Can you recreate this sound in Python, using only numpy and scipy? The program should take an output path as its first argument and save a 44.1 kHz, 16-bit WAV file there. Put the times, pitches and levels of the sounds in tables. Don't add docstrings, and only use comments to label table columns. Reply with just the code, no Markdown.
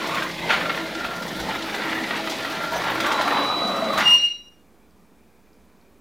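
import sys
import numpy as np
from scipy import signal
from scipy.io import wavfile
from scipy.ndimage import uniform_filter1d

SR = 44100
rng = np.random.default_rng(int(sys.argv[2]) if len(sys.argv) > 2 else 0)


def master_out(mix):
    frames = np.transpose(np.atleast_2d(mix))
    ceiling = np.clip(frames, -1, 1)
    pcm = np.round(ceiling * 32767).astype(np.int16)
    wavfile.write(sys.argv[1], SR, pcm)


def ratio(d):
    e = np.asarray(d, float) / 20
    return 10 ** e


N = 264996
TIME = np.arange(N) / SR
STOP_S = 4.05


def evened(x):
    return x / np.sqrt(np.mean(x ** 2) + 1e-20)


def read(points, hz):
    f, value = np.transpose(points)
    return np.interp(np.log(hz + 1), np.log(f + 1), value)


def drift(hz, count=N):
    return evened(signal.lfilter(*signal.butter(2, hz, fs=SR), rng.standard_normal(count)))


def follow(s, db):
    return ratio(np.interp(TIME, s, db, right=-140))


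def swells(s, length, db, floor_db):
    u = np.clip((TIME[::64, None] - s) / length, -.5, .5)
    power = (ratio(db) * np.cos(np.pi * u)) ** 2
    return np.interp(TIME, TIME[::64], np.sqrt(power.sum(1) + ratio(floor_db) ** 2))


def noise(points, size, patchy_db, weight=lambda hz: 1):
    frames, hz = 4 * N // size + 5, np.fft.rfftfreq(size, 1 / SR)
    a, b, patches = rng.standard_normal((frames, len(hz), 3)).T
    patches = uniform_filter1d(patches, size=4, axis=0)
    patches = evened(uniform_filter1d(patches, size=14, axis=1))
    spectrum = ratio(read(points, hz)) * weight(hz)
    z = (a + 1j * b) * ratio(patchy_db * patches) * spectrum[:, None]
    return evened(signal.istft(z, nperseg=size, noverlap=3 * size // 4)[1][:N])


def colour(x, points):
    gain = np.log(ratio(read(points, abs(np.fft.fftfreq(4096, 1 / SR)))))
    taps = np.fft.ifft(np.exp(np.conj(signal.hilbert(gain)))).real[:2048]
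    return signal.oaconvolve(x, taps / np.linalg.norm(taps))[:N]


def resonate(x, hz, width):
    turn = np.exp(2j * np.pi * np.cumsum(hz * np.ones(len(x))) / SR)
    r = np.exp(-np.pi * width / SR)
    return 2 * (turn * signal.lfilter([1 - r], [1, -r], x / turn)).real


def bursts(s, db, t60, rise_s):
    power, t = np.zeros(N), TIME[:SR // 4]
    shape = (ratio(-60 * t / t60) * (1 - np.exp(-t / rise_s))) ** 2
    for at, level_db in zip(s, db):
        power[round(at * SR):][:len(t)] += ratio(2 * level_db) * shape
    return np.sqrt(power) * rng.standard_normal(N)


def rings(s, db, hz, t60, rise_s):
    out, t = np.zeros(N), TIME[:SR // 8]
    rise = 1 - np.exp(-t / rise_s)
    for at, level_db, f in zip(s, db, hz):
        ring = ratio(level_db - 60 * t / t60) * rise * np.sin(2 * np.pi * f * t)
        out[round(at * SR):][:len(t)] += ring
    return out


def tone(span_s, hz, gain, wander, flutter_db, flutter_hz):
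    out, span = np.zeros(N), slice(round(span_s[0] * SR), round(span_s[1] * SR))
    count = len(out[span])
    turns = np.cumsum((hz + out)[span] * (1 + wander * drift(30.1, count=count))) / SR
    level = gain[span] * ratio(flutter_db * drift(flutter_hz, count=count))
    out[span] = np.sqrt(2) * level * np.sin(2 * np.pi * turns)
    return out


def deep(x):
    return signal.sosfiltfilt(signal.butter(4, 90, fs=SR, output="sos"), x)


def air():
    # (frequency [Hz], density [dB per Hz])
    room = [(18, -31), (30, -20.5), (50, 1.5), (66, 2), (95, -19.5), (126, -19.5), (144, -17.5),
            (160, -2.5), (236, 1), (262, -3), (431, -4.5), (545, -10), (1020, -13.5), (2410, -23),
            (2820, -25.5), (11000, -31), (15400, -30)]
    # (frequency [Hz], side under mid [dB])
    apart = [(60, -1), (110, -15.5), (200, -34), (380, -63.5), (700, -45.5), (1290, -40), (2380, -36),
             (4390, -38.5), (8110, -28), (15000, -39.5)]
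    room_db, hum_hz, hum_db = -56, 123, -73
    mid = ratio(room_db) * noise(room, size=2048, patchy_db=1.2)
    whirr = resonate(resonate(rng.standard_normal(N), 2380, 300), 2380, 300)
    mid += ratio(-75 + 2.5 * drift(8.06)) * evened(whirr)
    mid += ratio(hum_db + 1.54 * drift(6)) * np.sin(2 * np.pi * hum_hz * TIME)
    width = lambda hz: ratio(read(apart, hz))
    side = ratio(room_db - 15.5) * noise(room, size=1024, patchy_db=3.0, weight=width)
    side -= .2 * deep(mid)
    return np.array([mid + side, mid - side])


def rolling():
    # (time [s], rolling effort [dB], strain on the steel parts [dB])
    travel = [(0.0, -30.5, 0), (0.13, -26, 0.5), (0.38, -34.5, 1), (0.475, -26.5, -2.5), (0.509, -25, 4.5),
              (0.589, -31, 1.5), (0.95, -36, 0.5), (1.02, -33, -1), (1.32, -33, 0), (1.5, -28, 0),
              (1.62, -33, 0.5), (1.83, -29, -0.5), (2.47, -31, 1.5), (3.29, -25.5, -0.5),
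              (3.58, -28.5, -3.5), (3.94, -30.5, -1.5), (3.986, -22, 1), (4.04, -29.5, 0.5)]
    centres = [230, 750, 1800, 5000, 12000]
    # (frequency [Hz], density [dB per Hz])
    roll = [(53, -60), (90, -31), (288, -14.5), (320, -16.5), (433, -19), (638, -15), (880, -19.5),
            (1120, -27), (1350, -25.5), (1600, -27.5), (1950, -27), (2250, -29.5), (2700, -33),
            (3200, -32.5), (3650, -32.5), (7910, -48.5), (15400, -49)]
    # (centre [s], length [s], level [dB])
    shudder = [(.45, 0.55, -49), (0.743, 0.11, -52), (1.104, 0.46, -49.5), (1.425, 0.2, -43),
               (1.563, 0.37, -47), (2.79, 0.2, -48), (2.967, 0.23, -45), (4.056, 0.34, -46.5)]
    # (frequency [Hz], density [dB per Hz])
    frame = [(18, -36), (36, -22), (54, 2), (68, 0.5), (97, -22.5), (130, 1.5), (170, -19), (290, -120)]
    # (level at base effort [dB], share of effort, share of strain, fade after the stop [dB/s])
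    parts = [
        (-36.5, 0.26, -0.3, 103),
        (-38, 1, -1.12, 132),
        (-36, 1, 0.99, 129.5),
        (-40, 0.5, 0.65, 101),
        (-50.5, .3, 0.58, 119.5),
    ]
    base_db, coast_s, frame_fade_db = -30, 0.037, 60
    s, effort_db, strain_db = np.transpose(travel)
    effort_db = np.interp(TIME, s, effort_db) - base_db
    strain_db = np.interp(TIME, s, strain_db)
    moving = ratio(-frame_fade_db * np.maximum(TIME - STOP_S, 0))
    out = moving * swells(*np.transpose(shudder), -71.0) * noise(frame, size=4096, patchy_db=-1.0)
    looks = zip(parts, (0.48, 2.77, 2.5, 1.5, 1.5), (0.026, 0.29, 0.52, 0.27, 0.11))
    for k, ((db, effort, strain, fade_db), patchy_db, chatter) in enumerate(looks):
        share = lambda hz: np.interp(np.log(hz + 1), np.log(centres), np.arange(5) == k) ** .5
        bumps = (rng.random(N) < 120 / SR) * np.minimum(rng.exponential(1, N), 2)
        bumps = 1 + chatter * signal.lfilter([1], [1, -np.exp(-1 / (0.01 * SR))], bumps)
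        rest_s = STOP_S + coast_s * (1 + 0.31 * max(k - 2, 0))
        level_db = db + effort * effort_db + strain * strain_db
        level_db -= fade_db * np.maximum(TIME - rest_s, 0)
        out += ratio(level_db) * bumps * noise(roll, size=1024, patchy_db=patchy_db, weight=share)
    return out


def groans():
    # (start [s], length [s], pitch [Hz], width [Hz], level [dB])
    loads = [(0, 0.28, 1080, 160, -36), (0.077, 0.11, 2170, 760, -37), (0, 0.98, 171.7, 47, -41),
             (0.503, 0.32, 529, 190, -35.5), (0.948, 0.32, 1380, 97, -40), (1.1, 0.48, 176.7, 57, -40),
             (1.33, 0.25, 2120, 110, -48), (1.498, 0.92, 211.6, 25, -44.5), (1.758, 0.37, 1920, 150, -37.5),
             (1.84, .17, 2000, 250, -39), (2.5, 0.5, 169.4, 14, -46), (2.737, 0.26, 935, 460, -31.5),
             (2.741, 0.048, 6030, 370, -42), (3.031, 0.19, 1104, 99, -28.5), (3.052, 0.36, 830, 99, -33),
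             (3.299, 0.27, 882, 110, -32.5), (3.21, 0.35, 1120, 180, -29), (3.236, 0.25, 285, 7.4, -35),
             (3.467, 0.22, 1060, 250, -33), (3.551, 0.53, 216.2, 38, -35.5),
             (3.597, 0.56, 1160, 290, -31.5), (3.693, 0.33, 549, 38, -38), (4.012, 0.17, 1020, 70, -35),
             (3.505, 0.54, 665, 11, -35.5)]
    slow_s, sag = 3.0, .17
    lumps_db = 2
    out = np.zeros(N)
    for start, length, mid_hz, width, db in loads:
        t = np.arange(-length / 2, length / 2, 1 / SR)
        sinks = start > slow_s and (500 < mid_hz < 950 or start < slow_s + .1)
        hz = mid_hz * (1 - sag * t * sinks * (1 + 3 * (width > 60)))
        rub = (rng.standard_normal(SR) * ratio(lumps_db * drift(49, count=SR)))[:len(hz)]
        ring = evened(resonate(resonate(rub, hz, width), hz, 2 * width))
        ring = evened(ring + 30 / width * np.sin(2 * np.pi * np.cumsum(hz) / SR))
        fade = signal.windows.tukey(len(hz), .35)
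        out[round(start * SR):][:len(hz)] += ratio(db) * ring * fade
    return out


def drive():
    # (centre [s], length [s], mesh level [dB], octave level [dB])
    mesh = [(.2, 0.86, -33, -47), (.55, .3, -52, -48), (.83, 0.14, -26.5, -30), (.97, 0.049, -22.5, -45),
            (1.4, 0.16, -30, -36), (1.6, 0.26, -30, -39), (1.95, 0.36, -27, -52),
            (2.26, 0.26, -28.5, -30.5), (2.62, 0.76, -43, -32.5), (3.02, 0.37, -26, -54),
            (3.22, 0.18, -52, -39)]
    # (centre [s], length [s], level [dB])
    rail = [(.05, 0.11, -56), (.52, 0.039, -26.5), (.69, 0.16, -35), (.81, 0.19, -41.5),
            (.995, 0.13, -38.5), (1.1, 0.08, -37), (1.19, 0.19, -39), (1.37, 0.097, -41),
            (1.53, 0.1, -36.5), (1.59, 0.043, -37), (1.86, 0.45, -40), (2.14, 0.18, -55), (2.28, 0.11, -43),
            (2.48, 0.23, -37.5), (2.68, 0.28, -34), (2.89, 0.28, -37), (3.08, 0.17, -33.5),
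            (3.23, 0.31, -34.5), (3.5, .3, -50)]
    mesh_hz, rail_hz = 324.5, 1380
    s, length, db, octave_db = np.transpose(mesh)
    gear = tone((0, 3.3), mesh_hz, swells(s, length, db - 8, -65.5), 0.0045, 0.57, 27)
    gear += tone((0, 3.3), 2 * mesh_hz, swells(s, length, octave_db - 8, -56), .008, 2.5, 40)
    return gear + tone((0, 3.6), rail_hz, swells(*np.transpose(rail), -64), .009, 1.8, 60)


def judder():
    # (time [s], peak level [dB], panel ring [Hz])
    lumps = [(0.014, -20, 1076), (0.042, -18.5, 1049), (0.093, -19, 1144), (0.108, -20, 1100),
             (0.121, -16, 1110), (0.139, -14.5, 1190), (0.152, -19, 1100), (0.19, -20, 1050),
             (0.25, -18.5, 1044), (0.432, -22, 2070), (0.445, -24, 2060), (0.478, -28, 2100),
             (1.452, -23, 867), (1.484, -18, 880), (2.721, -17, 950), (3.104, -13, 912),
             (3.142, -26.5, 1080), (3.152, -25, 1110), (3.166, -19, 1420), (3.19, -20, 1030),
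             (3.26, -18, 710), (3.335, -17, 842), (3.366, -18, 802), (3.385, -13, 1046),
             (3.424, -17.5, 1140), (3.448, -28.5, 1130), (3.469, -20.5, 1260), (3.5, -15, 1238),
             (3.54, -16.5, 1200), (3.572, -25.5, 705), (3.616, -17, 1250), (3.657, -19, 1217),
             (3.701, -16, 557), (3.725, -24.5, 641), (3.738, -20, 557), (3.755, -22, 1250),
             (3.781, -22, 1260), (3.822, -12.5, 657), (3.865, -16, 640), (3.899, -16.5, 570),
             (3.903, -19.5, 1250), (3.934, -15, 1100), (3.972, -17, 1210)]
    s, db, hz = np.transpose(lumps)
    blow = bursts(s, db + 3, .07, .003)
    struck_hz = hz[np.maximum(np.searchsorted(s, TIME) - 1, 0)]
    body = resonate(resonate(blow, struck_hz, 350), struck_hz, 600)
    return body + rings(s, db - 2, hz, .06, .0015)


def fizz():
    # (time [s], peak level [dB])
    puffs = [(0.0672, -36), (0.1436, -33.5), (0.2209, -36), (0.4324, -44.5), (0.4908, -46.5),
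             (0.5287, -37.5), (0.599, -40.5), (0.7228, -39), (0.7527, -35.5), (1.045, -39), (1.1588, -40),
             (1.1937, -41), (1.2221, -37), (1.2615, -33), (1.3069, -38), (1.3573, -35), (1.3917, -33.5),
             (1.5459, -37), (1.6546, -39), (1.697, -39), (1.7439, -36.5), (1.8432, -41), (1.8946, -39.5),
             (1.9445, -34), (2.0792, -36), (2.158, -36.5), (2.2528, -37.5), (2.2947, -35.5), (2.365, -38),
             (2.4423, -38), (2.4967, -36), (2.6249, -36), (2.7172, -32), (2.7616, -32), (2.823, -37),
             (2.8983, -34.5), (2.9417, -34.5), (3.0011, -32), (3.0619, -30.5), (3.1183, -37),
             (3.2146, -34.5), (3.2735, -35), (3.3169, -35), (3.3817, -39), (3.4301, -40), (3.5124, -42),
             (3.6711, -41), (3.7599, -36.5), (3.9295, -35), (3.9764, -26)]
    # (frequency [Hz], density [dB per Hz])
    puff_tone = [(6000, -29.5), (9000, -2), (12000, 3.5), (15500, 2.5)]
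    s, db = np.transpose(puffs)
    return colour(bursts(s, db - 4.5, 0.13, .006) * ratio(2.5 * drift(150.8)), puff_tone)


def knocks():
    # (time [s], peak level [dB],
    # hinge ring [Hz])
    hinge_knocks = [(0.221, -13.5, 1616), (0.493, -11, 2624), (0.497, -10, 900), (0.502, -4.5, 1410),
                    (0.508, -12.5, 2475), (0.516, -15, 3340), (0.522, -16, 1440), (0.529, -12, 2985),
                    (0.535, -13.5, 2260), (0.549, -15, 1437), (0.56, -16, 2120), (0.575, -14.5, 976),
                    (0.59, -18, 1590), (0.609, -12.5, 1775), (0.625, -18, 1510), (0.655, -15.5, 1367),
                    (0.695, -9, 2142), (0.7, -14, 1337), (0.745, -15, 1764), (0.773, -16, 1790), (0.856, -20, 2105),
                    (0.949, -18, 1380), (1, -17.5, 1430), (1.044, -11, 1380), (1.11, -20, 1360),
             (1.134, -20, 1790), (1.225, -21.5, 1760), (1.265, -23.5, 1850), (1.306, -20, 1790),
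             (1.744, -15.5, 2000), (1.835, -16, 1890), (1.89, -18, 1830), (1.926, -14.5, 1750),
             (1.986, -19.5, 1870), (2.039, -24, 2060), (2.106, -10.5, 1890), (2.141, -15, 1930),
             (2.192, -15.5, 830), (2.273, -13, 1980), (2.319, -17, 840), (2.447, -12, 1907),
             (2.636, -18, 1380), (2.735, -17, 1690), (2.837, -15.5, 1360), (2.87, -16.5, 866),
             (2.898, -11.5, 964), (3.001, -9, 1355), (3.044, -13, 1120), (3.061, -12.5, 1150),
             (3.086, -15.5, 1150), (3.114, -12, 944), (3.209, -8.5, 1030), (3.276, -10.5, 1380),
             (3.305, -11.5, 700), (3.972, -15, 1260), (3.982, -10, 1203), (3.996, -10.5, 1893),
             (4.007, -11, 1405), (4.022, -11.5, 1992)]
    # (frequency [Hz], density [dB per Hz])
    crack_tone = [(350, -19.5), (600, -1.5), (1050, 0), (1390, 2.5), (1570, 2), (1930, 1), (2960, -3),
                  (4310, -9.5), (9000, -42.5), (11700, -48), (19800, -120)]
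    # (time [s], peak level [dB])
    joints = [(0.0679, -19.5), (0.1432, -17.5), (0.2259, -24), (0.4312, -30), (0.4918, -26), (0.501, -18.5),
              (0.512, -22.5), (0.7225, -28), (0.753, -32.5), (0.86, -28.5), (0.947, -20.5), (1.0455, -25.5),
              (1.1599, -22), (1.2199, -21), (1.278, -19), (1.355, -27.5), (1.3987, -18), (1.48, -24),
              (1.7453, -18), (1.83, -24), (1.9443, -25.5), (2.0792, -29), (2.161, -20), (2.2946, -13),
              (2.31, -16.5), (2.33, -22), (2.36, -25), (2.52, -25), (2.6244, -27), (2.7178, -21),
              (2.7583, -18.5), (2.8225, -34.5), (2.9, -26.5), (2.9422, -27.5), (3.0003, -13),
              (3.0614, -15.5), (3.1178, -12.5), (3.2106, -16.5), (3.274, -18.5), (3.4244, -27),
              (3.6706, -22.5), (3.7599, -23.5), (3.85, -35.5), (3.9295, -21), (3.9759, -11.5), (4.0, -14)]
    # (frequency [Hz], density [dB per Hz])
    click_tone = [(2000, -22), (3500, 0), (6000, -5), (9000, -15), (12000, -24), (15500, -28)]
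    rattle_per_s, rattle_db = 9, -37
    s, db, hz = np.transpose(hinge_knocks)
    blow = bursts(s, db - 9, .07, .001)
    struck_hz = hz[np.maximum(np.searchsorted(s, TIME) - 1, 0)]
    crack = ratio(-1.0) * colour(blow, crack_tone) + ratio(-3.0) * resonate(blow, struck_hz, 180)
    crack += rings(s, db - 9, hz, 0.071, 0.0013)
    thump_tone = [(80, -20.0), (180, 7.0), (550, -1.0), (900, -28.0)]
    thump = colour(bursts(s, db - 32.0, 0.099, 0.016), thump_tone)
    s, db = np.transpose(joints)
    when, size = rng.random((round(rattle_per_s * STOP_S), 2)).T
    s = np.append(s, when * STOP_S)
    db = np.append(db, rattle_db + 8 * (size - .5))
    return crack + thump + colour(bursts(s, db - 10.5, 0.068, 0.004), click_tone)


def whistle():
    # (time [s], level [dB])
    course = [(3.07, -44), (3.085, -33), (3.1, -46), (3.135, -46), (3.145, -37), (3.27, -40), (3.386, -30),
              (3.658, -27.5), (3.772, -36), (3.982, -34), (4.02, -37), (4.055, -45), (4.135, -44),
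              (4.178, -51), (4.203, -38), (4.23, -45), (4.3, -51), (4.336, -48), (4.45, -58)]
    # (centre [s], length [s], level [dB])
    octave = [
        (3.55, .3, -67),
        (3.83, 0.42, -62),
    ]
    whistle_hz = 3939
    s, db = np.transpose(course + [(4.56, -86)])
    unsteady = ratio(1.1 * drift(30) * np.clip((abs(TIME - 3.65) - .35) / .1, 0, 1))
    out = tone(s[[0, -1]], whistle_hz, unsteady * follow(s, db), .0002, .4, 25)
    return out + tone((3.3, 4.05), 2 * whistle_hz, swells(*np.transpose(octave), -90), .0002, 1, 25)


def shriek():
    # (centre [s], length [s], level [dB])
    grips = [(4.048, .045, -28), (4.074, .045, -12.5), (4.091, .03, -16), (4.108, .04, -14),
             (4.123, .03, -17), (4.14, .07, -10.5), (4.172, .04, -17.5), (4.2, .045, -21.5),
             (4.222, .03, -24), (4.246, .055, -15.5), (4.277, .035, -21.5), (4.295, .03, -36),
             (4.314, .04, -26), (4.35, .06, -34), (4.38, .04, -48), (4.405, .06, -42), (4.44, .05, -57),
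             (4.475, .075, -49), (4.525, .06, -58), (4.58, .12, -66)]
    # (centre [s], length [s], level [dB])
    octave = [(4.052, 0.066, -40), (4.083, 0.037, -34), (4.113, 0.027, -29), (4.14, 0.027, -30.5),
              (4.156, .03, -36), (4.186, 0.04, -31), (4.219, 0.036, -35.5), (4.252, 0.051, -39),
              (4.285, .04, -51), (4.314, 0.075, -46), (4.352, 0.036, -49), (4.386, 0.048, -50.5),
              (4.442, .07, -60), (4.481, 0.028, -59), (4.537, .08, -69)]
    # (multiple of the pitch, level under the shriek [dB])
    overtones = [(2.5, -44), (3, -32), (4, -38), (5, -39)]
    # (frequency [Hz], density [dB per Hz])
    scrape = [(3000, -32), (4500, 8.5), (7000, -4), (10000, -7.5), (15500, -24.5)]
    # (centre [s], length [s], level [dB])
    between = [
        (4.085, 0.061, -47.5),
        (4.15, .07, -39.5),
        (4.21, 0.078, -42.5),
        (4.285, .08, -49),
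        (4.36, .09, -59),
    ]
    span_s, scrape_db = (4.02, 4.68), -32
    rasp_db, rasp_hz, rasp_width = -24.5, 2350, 780
    gain = swells(*np.transpose(grips), -91)
    since = np.maximum(TIME - span_s[0], 0)
    hz = 2840 - 24 * np.exp(-since / .045)
    out = tone(span_s, hz, gain, .0009, .55, 110)
    out += tone(span_s, 2 * hz, swells(*np.transpose(octave), -95), .0035, 2.2, 150)
    rasp = resonate(rng.standard_normal(N), rasp_hz, rasp_width)
    rasp = evened(resonate(rasp, rasp_hz, 2 * rasp_width))
    out += abs(uniform_filter1d(gain, size=5000)) * ratio(rasp_db) * rasp
    soft = abs(uniform_filter1d(gain, size=2000))
    out += soft * ratio(scrape_db) * colour(rng.standard_normal(N), scrape)
    out += tone(span_s, 1.503 * hz, swells(*np.transpose(between), -95), .002, 1.5, 90)
    for multiple, under_db in overtones:
        overtone_gain = soft * ratio(under_db + 2 - 16 * (multiple - 1) * since)
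        out += tone(span_s, multiple * hz, overtone_gain, .0016, 4, 75)
    return out


def ticks():
    # (time [s], peak level [dB], pitch [Hz])
    creaks = [
        (4.9094, -54.5, 4760),
        (5.5318, -53, 4930),
        (5.8132, -54, 4400),
        (5.8294, -64, 4400),
    ]
    out, t = np.zeros(N), TIME[:600]
    for s, db, hz in creaks:
        out[round(s * SR):][:600] += ratio(db - 60 * t / 0.0087) * np.sin(2 * np.pi * hz * t)
    return out


def hollowed(x):
    # (centre [s], length [s], pitch [Hz], width [Hz], share taken out)
    hollows = [(.15, 0.39, 750, 300, 0.5), (.1, 0.22, 1600, 400, 0.42), (2.05, .2, 1500, 350, .4),
               (3.75, .4, 100, 50, .6), (.4, 0.28, 1370, 500, .85), (0.974, .22, 1110, 300, .7),
               (1.28, .45, 2580, 500, 0.51), (1.54, 0.43, 1110, 300, .4), (2.31, 0.38, 1490, 400, .5),
               (2.65, 0.22, 2800, 500, 0.49), (3.72, 0.51, 1700, 400, 0.94)]
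    out = x.copy()
    for s, length, hz, width, share in hollows:
        span = slice(max(round((s - length / 2) * SR), 0), round((s + length / 2) * SR))
        fade = signal.windows.tukey(len(x[span]), .5)
        out[span] -= share * fade * resonate(x[span], hz, width)
    return out


def garage(x, t60):
    taps = np.zeros(SR // 2)
    at = np.arange(200, len(taps) - 22, 22)
    taps[at + rng.integers(0, 22, len(at))] = rng.choice([-1., 1.], len(at))
    taps *= ratio(-60 * TIME[:len(taps)] / t60)
    return signal.oaconvolve(x, taps / np.linalg.norm(taps))[:N]


def scene():
    hits = knocks() + judder() + ticks()
    door = hollowed(rolling() + hits + ratio(-5) * garage(hits, .4))
    door += drive() + groans() + whistle() + shriek() + fizz()
    uneven = ratio(-34 + 3 * drift(2) - 60 * np.maximum(TIME - STOP_S, 0))
    body = .85 * resonate(door, 620, 250) + 1.2 * resonate(door, 1750, 700)
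    lean = .15 * deep(door) + uneven * garage(body, .1)
    return np.array([door - lean, door + lean]) + air()


def low_pass(x):
    return signal.sosfilt(signal.butter(12, 15570, fs=SR, output="sos"), x)


def record(dry):
    offset = [
        [.0008],
        [.0014],
    ]
    taps = signal.firwin(401, 16100, window=("kaiser", 9), fs=SR)
    mix = signal.oaconvolve(dry, taps[None], "same") + offset
    return low_pass(mix)


dry = scene()
out = record(dry)
master_out(out)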